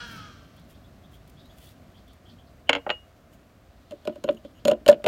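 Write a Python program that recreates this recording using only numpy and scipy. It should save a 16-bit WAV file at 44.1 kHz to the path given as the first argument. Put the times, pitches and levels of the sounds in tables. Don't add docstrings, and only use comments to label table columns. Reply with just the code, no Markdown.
import sys
import numpy as np
from scipy import signal
from scipy.fft import rfft, irfft
from scipy.io import wavfile
from scipy.ndimage import uniform_filter1d

SR = 44100
rng = np.random.default_rng(int(sys.argv[2]) if len(sys.argv) > 2 else 0)


def pcm_store(signal):
    levels = np.round(np.clip(np.atleast_2d(signal), -1, 1) * 32767)
    wavfile.write(sys.argv[1], SR, levels.astype(np.int16).T)


def gain_from_decibels(decibels):
    exponent = np.asarray(decibels, float) / 20
    return 10 ** exponent


N = 223696


def shaped(x, spectrum):
    hz, db = np.transpose(spectrum)
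    grid = np.log(np.fft.rfftfreq(N, 1 / SR) + 1)
    gain = gain_from_decibels(np.interp(grid, np.log(hz), db, left=-90, right=db[-1]))
    y = irfft(rfft(x) * gain, N)
    return y / np.std(y)


def coloured(spectrum):
    return shaped(rng.standard_normal(N), spectrum)


def passed(x, hz, kind):
    return signal.sosfilt(signal.butter(2, hz, kind, fs=SR, output="sos"), x)


def curve(rows, column):
    rows = np.array(rows)
    return np.interp(np.arange(N) / SR, rows[:, 0], rows[:, column])


def drift(rate_hz):
    smooth = signal.butter(2, rate_hz, fs=SR / 50, output="sos")
    slow = signal.sosfilt(smooth, rng.standard_normal(N // 50 + 1002))[1000:]
    return np.interp(np.arange(N) / 50, np.arange(len(slow)), slow / np.std(slow))


def swells(rows):
    t = np.arange(N) / SR
    return sum(np.interp(t, [s - swell_s, s, s + dwindle_s], [0, gain_from_decibels(db), 0])
               for s, db, swell_s, dwindle_s in rows)


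def add(track, s, piece):
    at = round(s * SR)
    track[at:at + len(piece)] += piece[:N - at]


def bursts(times, levels_db, lengths, fall_s):
    out, t = np.zeros(N), np.arange(SR // 10) / SR
    for s, db, length in zip(times, levels_db, lengths):
        add(out, s, gain_from_decibels(db) * np.exp(-np.maximum(t - length, 0) / fall_s))
    return out


def strike(times, levels_db, modes, spread_db, dull_db=0):
    out, at = np.zeros(N), np.round(np.array(times) * SR).astype(int)
    chance = rng.standard_normal((len(at), len(modes)))
    for k, (hz, db, t60) in enumerate(modes):
        dulling_db = dull_db * np.log2(max(hz, 700) / 700)
        clicks = np.full(N, 1e-18)
        clicks[at] = gain_from_decibels(levels_db + db - dulling_db + spread_db * chance[:, k]) * (-1) ** k
        r, w = gain_from_decibels(-60 / (t60 * SR)), 2 * np.pi * hz / SR
        out += signal.lfilter([0, np.sin(w)], [1, -2 * r * np.cos(w), r * r], clicks)
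    return out


def echoes(x, t60, cut_hz, gap_s):
    t = np.arange(SR // 2) / SR
    tail = rng.standard_normal(len(t)) * gain_from_decibels(-60 * t / t60) * np.clip(t / gap_s, 0, 1)
    tail = signal.sosfilt(signal.butter(1, cut_hz, fs=SR, output="sos"), tail)
    return signal.fftconvolve(x, tail / np.sqrt(np.sum(tail ** 2)))[:N]


# (frequency [Hz], level [dB per Hz])
YARD_COLOUR = [(13, -40), (22, -18), (81, 2), (250, -2.5), (279, -3), (348, -11.5), (378, -11),
               (411, -16.5), (499, -17), (676, -14), (867, -26.5), (1170, -24), (3000, -34.5),
               (7000, -41.5), (10400, -46.5), (12000, -43.5), (15800, -46), (16300, -48)]
# (time [s], gust level [dB])
BREEZE = [(0, 6.5), (.9, 2.5), (1.3, 2.5), (1.7, 3.5), (2.4, 2), (2.8, 3), (3.66, 0), (4.25, 1.5), (4.6, 1),
          (4.9, 0), (5.07, 3.5)]
HUM_DB, WIND_DB, RUMBLE_DB = -61, -62, -59.5
HUM_FOLLOWS = 0.49


def yard():
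    air, gust_db = coloured(YARD_COLOUR), curve(BREEZE, 1)
    hum = passed(passed(air, 388, "high"), 388, "high")
    wind = passed(air, [110, 270], "band")
    drone = passed(rng.standard_normal(N), [50, 60], "band")
    rumble = passed(passed(air, 95, "low"), 95, "low")
    rumble = rumble / np.std(rumble) + 0.5 * drone / np.std(drone)
    layers = [(hum, HUM_DB + HUM_FOLLOWS * gust_db + 0.5 * drift(12.0)),
              (wind, WIND_DB + gust_db + 2.7 * drift(2.0)),
              (rumble, RUMBLE_DB + gust_db + 0.29 * drift(13.0))]
    return sum(x / np.std(x) * gain_from_decibels(db) for x, db in layers)


# (peak time [s], peak level [dB], swell [s], dwindle [s])
FLOCK_SWELLS = [
    (1.4, -75.5, 3.1, 1.6),
    (3.95, -71.5, 0.51, 1.2),
]


def flock():
    haze = passed(rng.standard_normal(N), [2700, 4500], "band")
    return haze / np.std(haze) * swells(FLOCK_SWELLS) * gain_from_decibels(1.6 * drift(21))


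# (time [s], pitch [Hz], level [dB])
CROW_FALL = [
    (0, 484.7, -38),
    (.08, 462.6, -46),
    (.22, 419.7, -49),
    (.38, 387.5, -57.5),
    (.5, 385, -65.5),
]
# (frequency [Hz], level [dB per Hz])
THROAT_COLOUR = [(240, -56), (400, -19), (465, -8), (817, -10.5), (926, -3.5), (1050, -2), (1650, 2.5),
                 (2020, -11), (2250, -1), (2700, -8), (3300, -0.5), (3600, -10), (4000, -4.5), (4500, -7.5),
                 (5800, -8.5), (8000, -23.5), (10400, -32), (17600, -120)]
BEAK_OPEN_HZ, BEAK_CLOSES_S, BEAK_SHUT_HARMONIC = 1660, 0.14, 3.1


def rooster():
    t = np.arange(N) / SR
    pitch_hz = curve(CROW_FALL, 1)
    cycle = np.floor(np.cumsum(pitch_hz * (1 + .007 * drift(40))) / SR)
    pulses = np.diff(cycle, prepend=0) * (1 + .5 * np.cos(np.pi * cycle))
    voice = shaped(pulses + .055 * rng.standard_normal(N), THROAT_COLOUR)
    shut = np.clip((t - BEAK_CLOSES_S) / .08 + .5, 0, 1)
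    beak_hz = (1 - shut) * BEAK_OPEN_HZ + shut * BEAK_SHUT_HARMONIC * pitch_hz
    turn = 2 * np.pi * np.cumsum(beak_hz) / SR
    beak = sum(2 * wave(turn) * passed(voice * wave(turn), 170, "low") for wave in (np.sin, np.cos))
    voice = voice + 0.94 * beak * np.clip(2.6 - 3.4 * t, 0, 1)
    close = echoes(voice, t60=0.0067, cut_hz=14000, gap_s=0.0029)
    distant = echoes(voice, t60=1.0, cut_hz=12000, gap_s=0.0031)
    fade = np.clip((CROW_FALL[-1][0] + 0.2) * 8 - 8 * t, 0, 1)
    return (0.75 * close + 0.94 * distant) * gain_from_decibels(curve(CROW_FALL, 2) - 5.5) * fade


# (peak time [s], peak level [dB], swell [s], dwindle [s])
TRICKLES = [
    (.11, -57, 0.1, 0.14),
    (.716, -62, 0.044, .03),
    (1.146, -64.5, .05, .05),
    (1.59, -64, 0.069, 0.11),
    (1.662, -56.5, 0.071, 0.094),
    (3.34, -66, .03, 0.026),
    (4.32, -69, 0.024, 0.092),
]
# (time [s], peak level [dB])
STRAY_TICKS = [(0.564, -45), (0.5945, -46), (0.697, -46), (0.7194, -58.5), (1.1154, -52), (1.1428, -50),
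               (1.275, -42), (1.296, -40), (1.4546, -47), (1.5834, -39), (1.9175, -52), (2.0794, -48),
               (2.1315, -43.5), (2.3194, -53), (3.3344, -61), (3.959, -66.5)]
# (frequency [Hz], level [dB per Hz])
GRAIN_COLOUR = [(1060, -49), (1800, -16), (2700, -10.5), (3430, -7), (3900, -14), (5630, -16.5),
                (15100, -14), (16200, -14)]


def spice():
    landed = rng.random(N) < 2500 / SR
    force = gain_from_decibels(2.5 * np.minimum(rng.exponential(1, N), 4.0))
    grains = landed * force * rng.choice([-1, 1], N)
    pour = shaped(grains, GRAIN_COLOUR) * swells(TRICKLES) * gain_from_decibels(1.64 * drift(20))
    s, db = np.transpose(STRAY_TICKS)
    return pour + coloured(GRAIN_COLOUR) * bursts(s, db - 17.0, 0 * s + 0.0032, fall_s=0.0054)


# (time [s], peak level [dB], start pitch [Hz], airy top level [dB])
BIRD_CHEEPS = [(.37, -49, 3300, -66), (0.5696, -49, 3270, -58), (0.737, -49, 3320, -62),
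               (0.838, -50, 3430, -67), (1.033, -48.5, 3350, -69), (1.131, -47.5, 3240, -68),
               (1.367, -48, 3290, -59), (1.386, -46, 3500, -61), (1.444, -48.5, 3840, -65),
               (1.493, -46.5, 3330, -60), (1.6132, -47, 3130, -55), (1.6402, -53, 3350, -66),
               (1.6644, -45.5, 3440, -59), (1.942, -46.5, 3180, -66), (1.964, -47.5, 3270, -59),
               (2.071, -49, 3340, -61), (2.093, -48, 3240, -66), (2.2537, -47, 3220, -65),
               (2.282, -44, 3120, -53), (2.3814, -47, 3130, -71), (2.46, -61.5, 4050, -59),
               (4.03, -53, 3180, -73), (4.4404, -47.5, 3270, -59), (4.5844, -54.5, 3180, -59)]
CHEEP_S, CHEEP_RISE_HZ = 0.021, 846


def bird():
    out, flutter_hz = np.zeros(N), 40 * drift(300)
    u = np.linspace(0, 1, round(CHEEP_S * SR))
    for s, db, hz, airy_db in BIRD_CHEEPS:
        pitch = hz - 250 + CHEEP_RISE_HZ * u + flutter_hz[round(s * SR):][:len(u)]
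        swell = gain_from_decibels(db - 8 - 6 * u) * np.sin(np.pi * u ** .7)
        add(out, s, swell * np.sin(2 * np.pi * np.cumsum(pitch) / SR))
    s, db, hz, airy_db = np.transpose(BIRD_CHEEPS)
    air = passed(rng.standard_normal(N), [3700, 4900], "band")
    air *= uniform_filter1d(bursts(s + 0.011, airy_db + 0.5, 0 * s + 0.012, fall_s=0.033), size=400)
    out *= gain_from_decibels(2 * drift(200))
    return .6 * out + .55 * echoes(out, t60=.16, cut_hz=6000, gap_s=.006) + air


# (time [s], low ring level [dB], high ring level [dB], length [s])
SLIDES = [
    (1.45, -85, -77.5, 0.098),
    (2.67, -57, -89, 0.011),
    (2.685, -46, -83, .008),
    (3.33, -74, -75, 0.028),
    (4.125, -67, -86, 0.041),
    (4.252, -59, -73, 0.025),
    (4.368, -51.5, -70, 0.0046),
    (4.549, -66, -77.5, 0.042),
]


def rubs():
    out = np.zeros(N)
    s, low_db, high_db, length = np.transpose(SLIDES)
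    for hz, width_hz, db in [(2950, 300, low_db - 0.5), (6710, 250, high_db), (11800, 770, high_db - 3.0)]:
        whisper = passed(rng.standard_normal(N), [hz - width_hz / 2, hz + width_hz / 2], "band")
        out += whisper / np.std(whisper) * uniform_filter1d(bursts(s, db, length, fall_s=0.0074), size=200)
    return out


# (frequency [Hz], level [dB], t60 [s])
SNAP_MODES = [(560, -1, .01), (1050, -1, .008), (1400, 5, .005), (2900, 11, .0045), (4300, 0, .004)]
# (frequency [Hz], level [dB], t60 [s])
FLAT_MODES = [(290, -2.5, 0.097), (480, -1, 0.068), (600, -1, 0.0062), (710, -11, .02), (860, -14.5, 0.043),
              (1096, -3, 0.025), (1413, -15, 0.032), (1700, -0.5, 0.012), (1944, -1.5, 0.037),
              (2210, 10, 0.013), (2712, 11.5, 0.027), (2705, 17, 0.021), (3440, 5.5, 0.024),
              (4490, -11.5, 0.039), (5220, -2.5, .009)]
# (frequency [Hz], level [dB], t60 [s])
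TIPPED_MODES = [(285, -17.5, 0.031), (518, -1.5, .05), (425, -5.5, .04), (620, -4.5, 0.074),
                (755, -6, 0.031), (1000, -15, .03), (1235, -1, 0.036), (1612, -11, 0.047),
                (1860, 6.5, 0.022), (2030, 1, 0.016), (2515, 6.5, 0.029), (2820, 17.5, 0.0055),
                (3000, 4.5, 0.023), (3330, -11, 0.023), (4530, -13, 0.039)]
TIPS_AT_S = 2.82


def slab_blows(s, peak_db, dull_db):
    tipped = s > TIPS_AT_S
    snap = strike(s, peak_db - 14, SNAP_MODES, 1, dull_db)
    flat = strike(s, peak_db - 22.5 - 99 * tipped, FLAT_MODES, 1, dull_db)
    return snap + flat + strike(s, peak_db - 24.0 - 99 * ~tipped, TIPPED_MODES, 1, dull_db)


# (time [s], peak level [dB], treble level [dB], free ring level [dB], dullness [dB per octave])
BOWL_TOUCHES = [(2.692, -16, -64, -69, -0.5), (2.6937, -0.5, -34.5, -56.5, 1.5),
                (2.730, -10.5, -42, -62, -0.5), (2.7504, -9.5, -49.5, -64, 3),
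                (2.761, -14.5, -69, -61, 4.5), (2.768, -20, -73, -68.5, 5), (2.773, -25, -87, -65.5, 17),
                (2.782, -25, -84, -48, 9), (2.8644, -6, -76, -66, 17.5), (2.868, -20, -85, -69.5, 11),
                (2.893, -8.5, -67, -56.5, 7.5), (2.9013, -6.5, -70, -23.5, 1.85),
                (2.907, -16, -73, -43, 18), (2.913, -16, -75, -55, 23)]
# (frequency [Hz], level [dB], t60 [s])
HELD_GLASS = [(6740, 12, 0.018), (8470, -2, 0.0091), (9030, -21.5, 0.011), (12350, -23, .02),
              (15510, -12.5, 0.022)]
SOFT_FROM_DB, SOFT_CUT_HZ = 9, 1700


def bowl():
    s, peak_db, treble_db, free_db, dull_db = np.transpose(BOWL_TOUCHES)
    soft = dull_db > SOFT_FROM_DB
    padded = passed(slab_blows(s[soft], peak_db[soft], dull_db[soft] - 10.0), SOFT_CUT_HZ, "low")
    padded = passed(padded, SOFT_CUT_HZ, "low")
    slab = passed(slab_blows(s[~soft], peak_db[~soft], dull_db[~soft]) + padded, 4200, "low")
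    near_edge = slab + strike(s, treble_db - 7.0, HELD_GLASS, 0.97)
    far_edge = np.roll(near_edge, round(.0013 * SR))
    rattle = gain_from_decibels(-7) * echoes(slab, t60=0.067, cut_hz=1230, gap_s=0.0019)
    return passed(.7 * near_edge + 1.5 * far_edge + rattle, 260, "high")


# (frequency [Hz], level [dB], t60 [s])
FREE_MODES = [(2870, -6.5, 0.22), (6837, -31.5, 0.092)]


def free_ring():
    s, peak_db, treble_db, free_db, dull_db = np.transpose(BOWL_TOUCHES)
    return passed(strike(s, free_db + 3.0, FREE_MODES, 0), 9000, "low")


GRIT_UNDER_BLOW_DB, GRIT_FALL_S = 28, 0.0037


def grit():
    s, peak_db, treble_db, free_db, dull_db = np.transpose(BOWL_TOUCHES)
    crunch = passed(passed(rng.standard_normal(N), [900, 5600], "band"), 3650, "low")
    crunch_db = peak_db - GRIT_UNDER_BLOW_DB + 11.0 - 2.8 * dull_db
    return crunch * bursts(s + 0.003, crunch_db, 0 * s + 0.0026, fall_s=GRIT_FALL_S)


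# (time [s], peak level [dB], treble level [dB])
RIM_KNOCKS = [(3.909, -32.5, -51.5), (3.919, -38.5, -58.5), (4.052, -36, -52.5), (4.0735, -22, -43),
              (4.0946, -34.5, -71), (4.125, -50, -70), (4.157, -40, -60), (4.2395, -25, -44),
              (4.279, -33, -71), (4.2886, -13, -71), (4.309, -35, -63), (4.3264, -45, -66),
              (4.347, -51, -65), (4.449, -38, -68), (4.6519, -15.5, -35), (4.6745, -21.5, -44),
              (4.6804, -14, -30), (4.6982, -21, -48), (4.7113, -23, -54), (4.714, -17.5, -41),
              (4.733, -29.5, -73), (4.806, -46, -83), (4.8624, -14.5, -36), (4.8795, -10.5, -26),
              (4.8859, -6.5, -23.5), (4.8955, -13, -27.5), (4.914, -24, -42), (4.9272, -21, -51),
              (4.941, -31, -63), (5.02, -47, -73), (5.0416, -17, -40.5), (5.0628, -7, -33)]
# (frequency [Hz], level [dB per Hz])
BODY_COLOUR = [(530, -1.5), (900, -6), (1160, -3.5), (1700, -13), (2280, -9.5), (2890, -1), (4330, -21),
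               (4800, -33.5), (5370, -26), (6000, -42.5), (7800, -73), (13200, -120)]
# (frequency [Hz], level [dB per Hz])
TREBLE_COLOUR = [(2940, 4), (5000, -2), (5940, -10), (6780, -8), (10200, -12), (14000, -13), (16200, -23.5)]
# (frequency [Hz], level [dB], t60 [s])
RIM_MODES = [(924, -3.5, 0.044), (1210, -29, 0.017), (1554, 0, 0.021), (1820, 5.5, 0.0078),
             (2290, -3.5, 0.015), (2830, -2.5, 0.017), (3500, -2, 0.014), (4260, -9, 0.021)]
# (frequency [Hz], level [dB], t60 [s])
SPICE_BOWL_MODES = [(6820, 4.5, 0.027), (4185, -1, 0.033), (8680, 5, 0.005), (12400, -28.5, .025),
                    (14900, -27, 0.022)]
CONTACT_S, RING_UNDER_TREBLE_DB = 0.0024, 0.5
TIGHT_GRIP_DB = -10.5
LOOSE_GRIP_S = (4.2, 4.8)


def knocks():
    s, peak_db, treble_db = np.transpose(RIM_KNOCKS)
    contact_s = np.full(len(s), CONTACT_S)
    body = coloured(BODY_COLOUR) * bursts(s, peak_db - 16, contact_s, fall_s=0.0046)
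    treble = coloured(TREBLE_COLOUR) * bursts(s, treble_db + 1.5, 0.46 * contact_s, fall_s=0.0032)
    rim = passed(strike(s, peak_db - 23.5, RIM_MODES, 2.9), 4800, "low")
    tight = (s < LOOSE_GRIP_S[0]) | (s > LOOSE_GRIP_S[1])
    ring_db = treble_db - RING_UNDER_TREBLE_DB + TIGHT_GRIP_DB * tight
    return body + treble + rim + strike(s, ring_db, SPICE_BOWL_MODES, 1.2)


# (time [s], peak level [dB], pitch [Hz])
FOOT_BUMPS = [(3.91, -43.5, 250), (3.93, -39, 320), (4.073, -28.5, 408), (4.089, -29, 323),
              (4.104, -38.5, 252), (4.177, -43, 290), (4.24, -27.5, 342), (4.261, -38, 260),
              (4.296, -26.5, 293), (4.315, -42, 234), (4.341, -39.5, 336), (4.45, -37, 285),
              (4.652, -25, 280.4), (4.668, -29, 206), (4.688, -28, 335), (4.706, -34, 220),
              (4.721, -27, 227), (4.748, -52.5, 330), (4.805, -41.5, 352), (4.862, -41, 335),
              (4.874, -31, 198), (4.89, -20, 212), (4.903, -31, 260), (4.917, -32, 231), (4.937, -33, 219),
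              (4.955, -38, 303), (4.975, -45.5, 220), (5.042, -30.5, 400), (5.05, -34, 198),
              (5.063, -26, 305)]
# (frequency [Hz], level [dB], t60 [s])
ROCKING_MODES = [(113, -8.5, 0.082), (150, 2.5, 0.036), (224.7, 4.5, 0.17), (260, 0, 0.062), (302, 2, 0.14),
                 (352.7, 2.5, 0.18), (424, 1, 0.13)]
BUMP_RISE_S, BUMP_FALL_S = 0.0075, 0.0081
ROCKING_DB = -12.5


def bumps():
    out, t = np.zeros(N), np.arange(SR // 10) / SR
    swing = (1 - np.exp(-t / BUMP_RISE_S)) * np.exp(-t / BUMP_FALL_S)
    for s, db, hz in FOOT_BUMPS:
        add(out, s, gain_from_decibels(db + 5.5) * swing * np.sin(2 * np.pi * hz * t))
    s, db, hz = np.transpose(FOOT_BUMPS)
    return out + strike(s, db + ROCKING_DB, ROCKING_MODES, 4.46)


# (time [s], peak level [dB], pitch [Hz], free swing [s])
JAR_BOOMS = [(3.911, -37.5, 612, 0.018), (3.922, -33, 576, 0.017), (4.055, -32, 596, 0.014),
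             (4.076, -16.5, 597, 0.0056), (4.096, -27, 588, 0.0056), (4.122, -41, 600, 0.0088),
             (4.16, -34, 580, 0.0085), (4.243, -20.5, 556, 0.0076), (4.25, -32, 600, 0.01),
             (4.279, -24.5, 568, 0.011), (4.2886, -9.5, 581, 0.01), (4.335, -54, 610, 0.01),
             (4.45, -33, 555, 0.0071), (4.655, -13.5, 575, 0.0098), (4.67, -20, 584, 0.01),
             (4.681, -7, 574, 0.015), (4.7, -40, 670, .0077), (4.708, -14, 577.5, 0.022),
             (4.718, -9.5, 604, 0.01), (4.732, -22.5, 526, 0.0053), (4.752, -35.5, 620, 0.024),
             (4.867, -13.5, 578, 0.0051), (4.888, 2.5, 583.4, 0.014), (4.9102, -10, 603, 0.0057),
             (4.9205, -11, 586, 0.013), (4.942, -33, 600, 0.0042), (5.0, -40, 590, .01),
             (5.043, -26, 556, 0.0054), (5.053, -17, 585, 0.019), (5.066, -5.5, 567, 0.013)]
# (frequency [Hz], level [dB], t60 [s])
JAR_MODES = [(490, -12.5, 0.037), (587, -45, 0.16), (633, -45, 0.53), (650, -24, 0.013), (967, -25, 0.053),
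             (1450, -25.5, 0.034)]


def jar():
    out, t = np.zeros(N), np.arange(SR // 8) / SR
    for s, db, hz, free_s in JAR_BOOMS:
        choke = np.maximum(t - free_s, 0) / .005
        swing = (1 - np.exp(-t / .0012)) * np.exp(-t / .12 - choke)
        add(out, s, gain_from_decibels(db - 2.5) * swing * np.sin(2 * np.pi * hz * t))
    s, db, hz, free_s = np.transpose(JAR_BOOMS)
    return out + strike(s, db + 2.0, JAR_MODES, 1.9)


def scene():
    garden = yard() + flock() + rooster() + spice() + bird()
    near = passed(bowl() + grit() + knocks() + bumps() + jar(), 48, "high")
    near = near + gain_from_decibels(-26) * echoes(near, t60=0.18, cut_hz=1450, gap_s=0.0043)
    return (garden + rubs() + near + free_ring())[None]


def roll_off(x):
    return signal.sosfilt(signal.butter(12, 16350, fs=SR, output="sos"), x)


def record(dry):
    rounded = 1.37 * np.tanh(dry / 1.205)
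    top_cut = signal.ellip(10, .3, 70, 15950, fs=SR, output="sos")
    return roll_off(signal.sosfilt(top_cut, rounded))


dry = scene()
out = record(dry)
pcm_store(out)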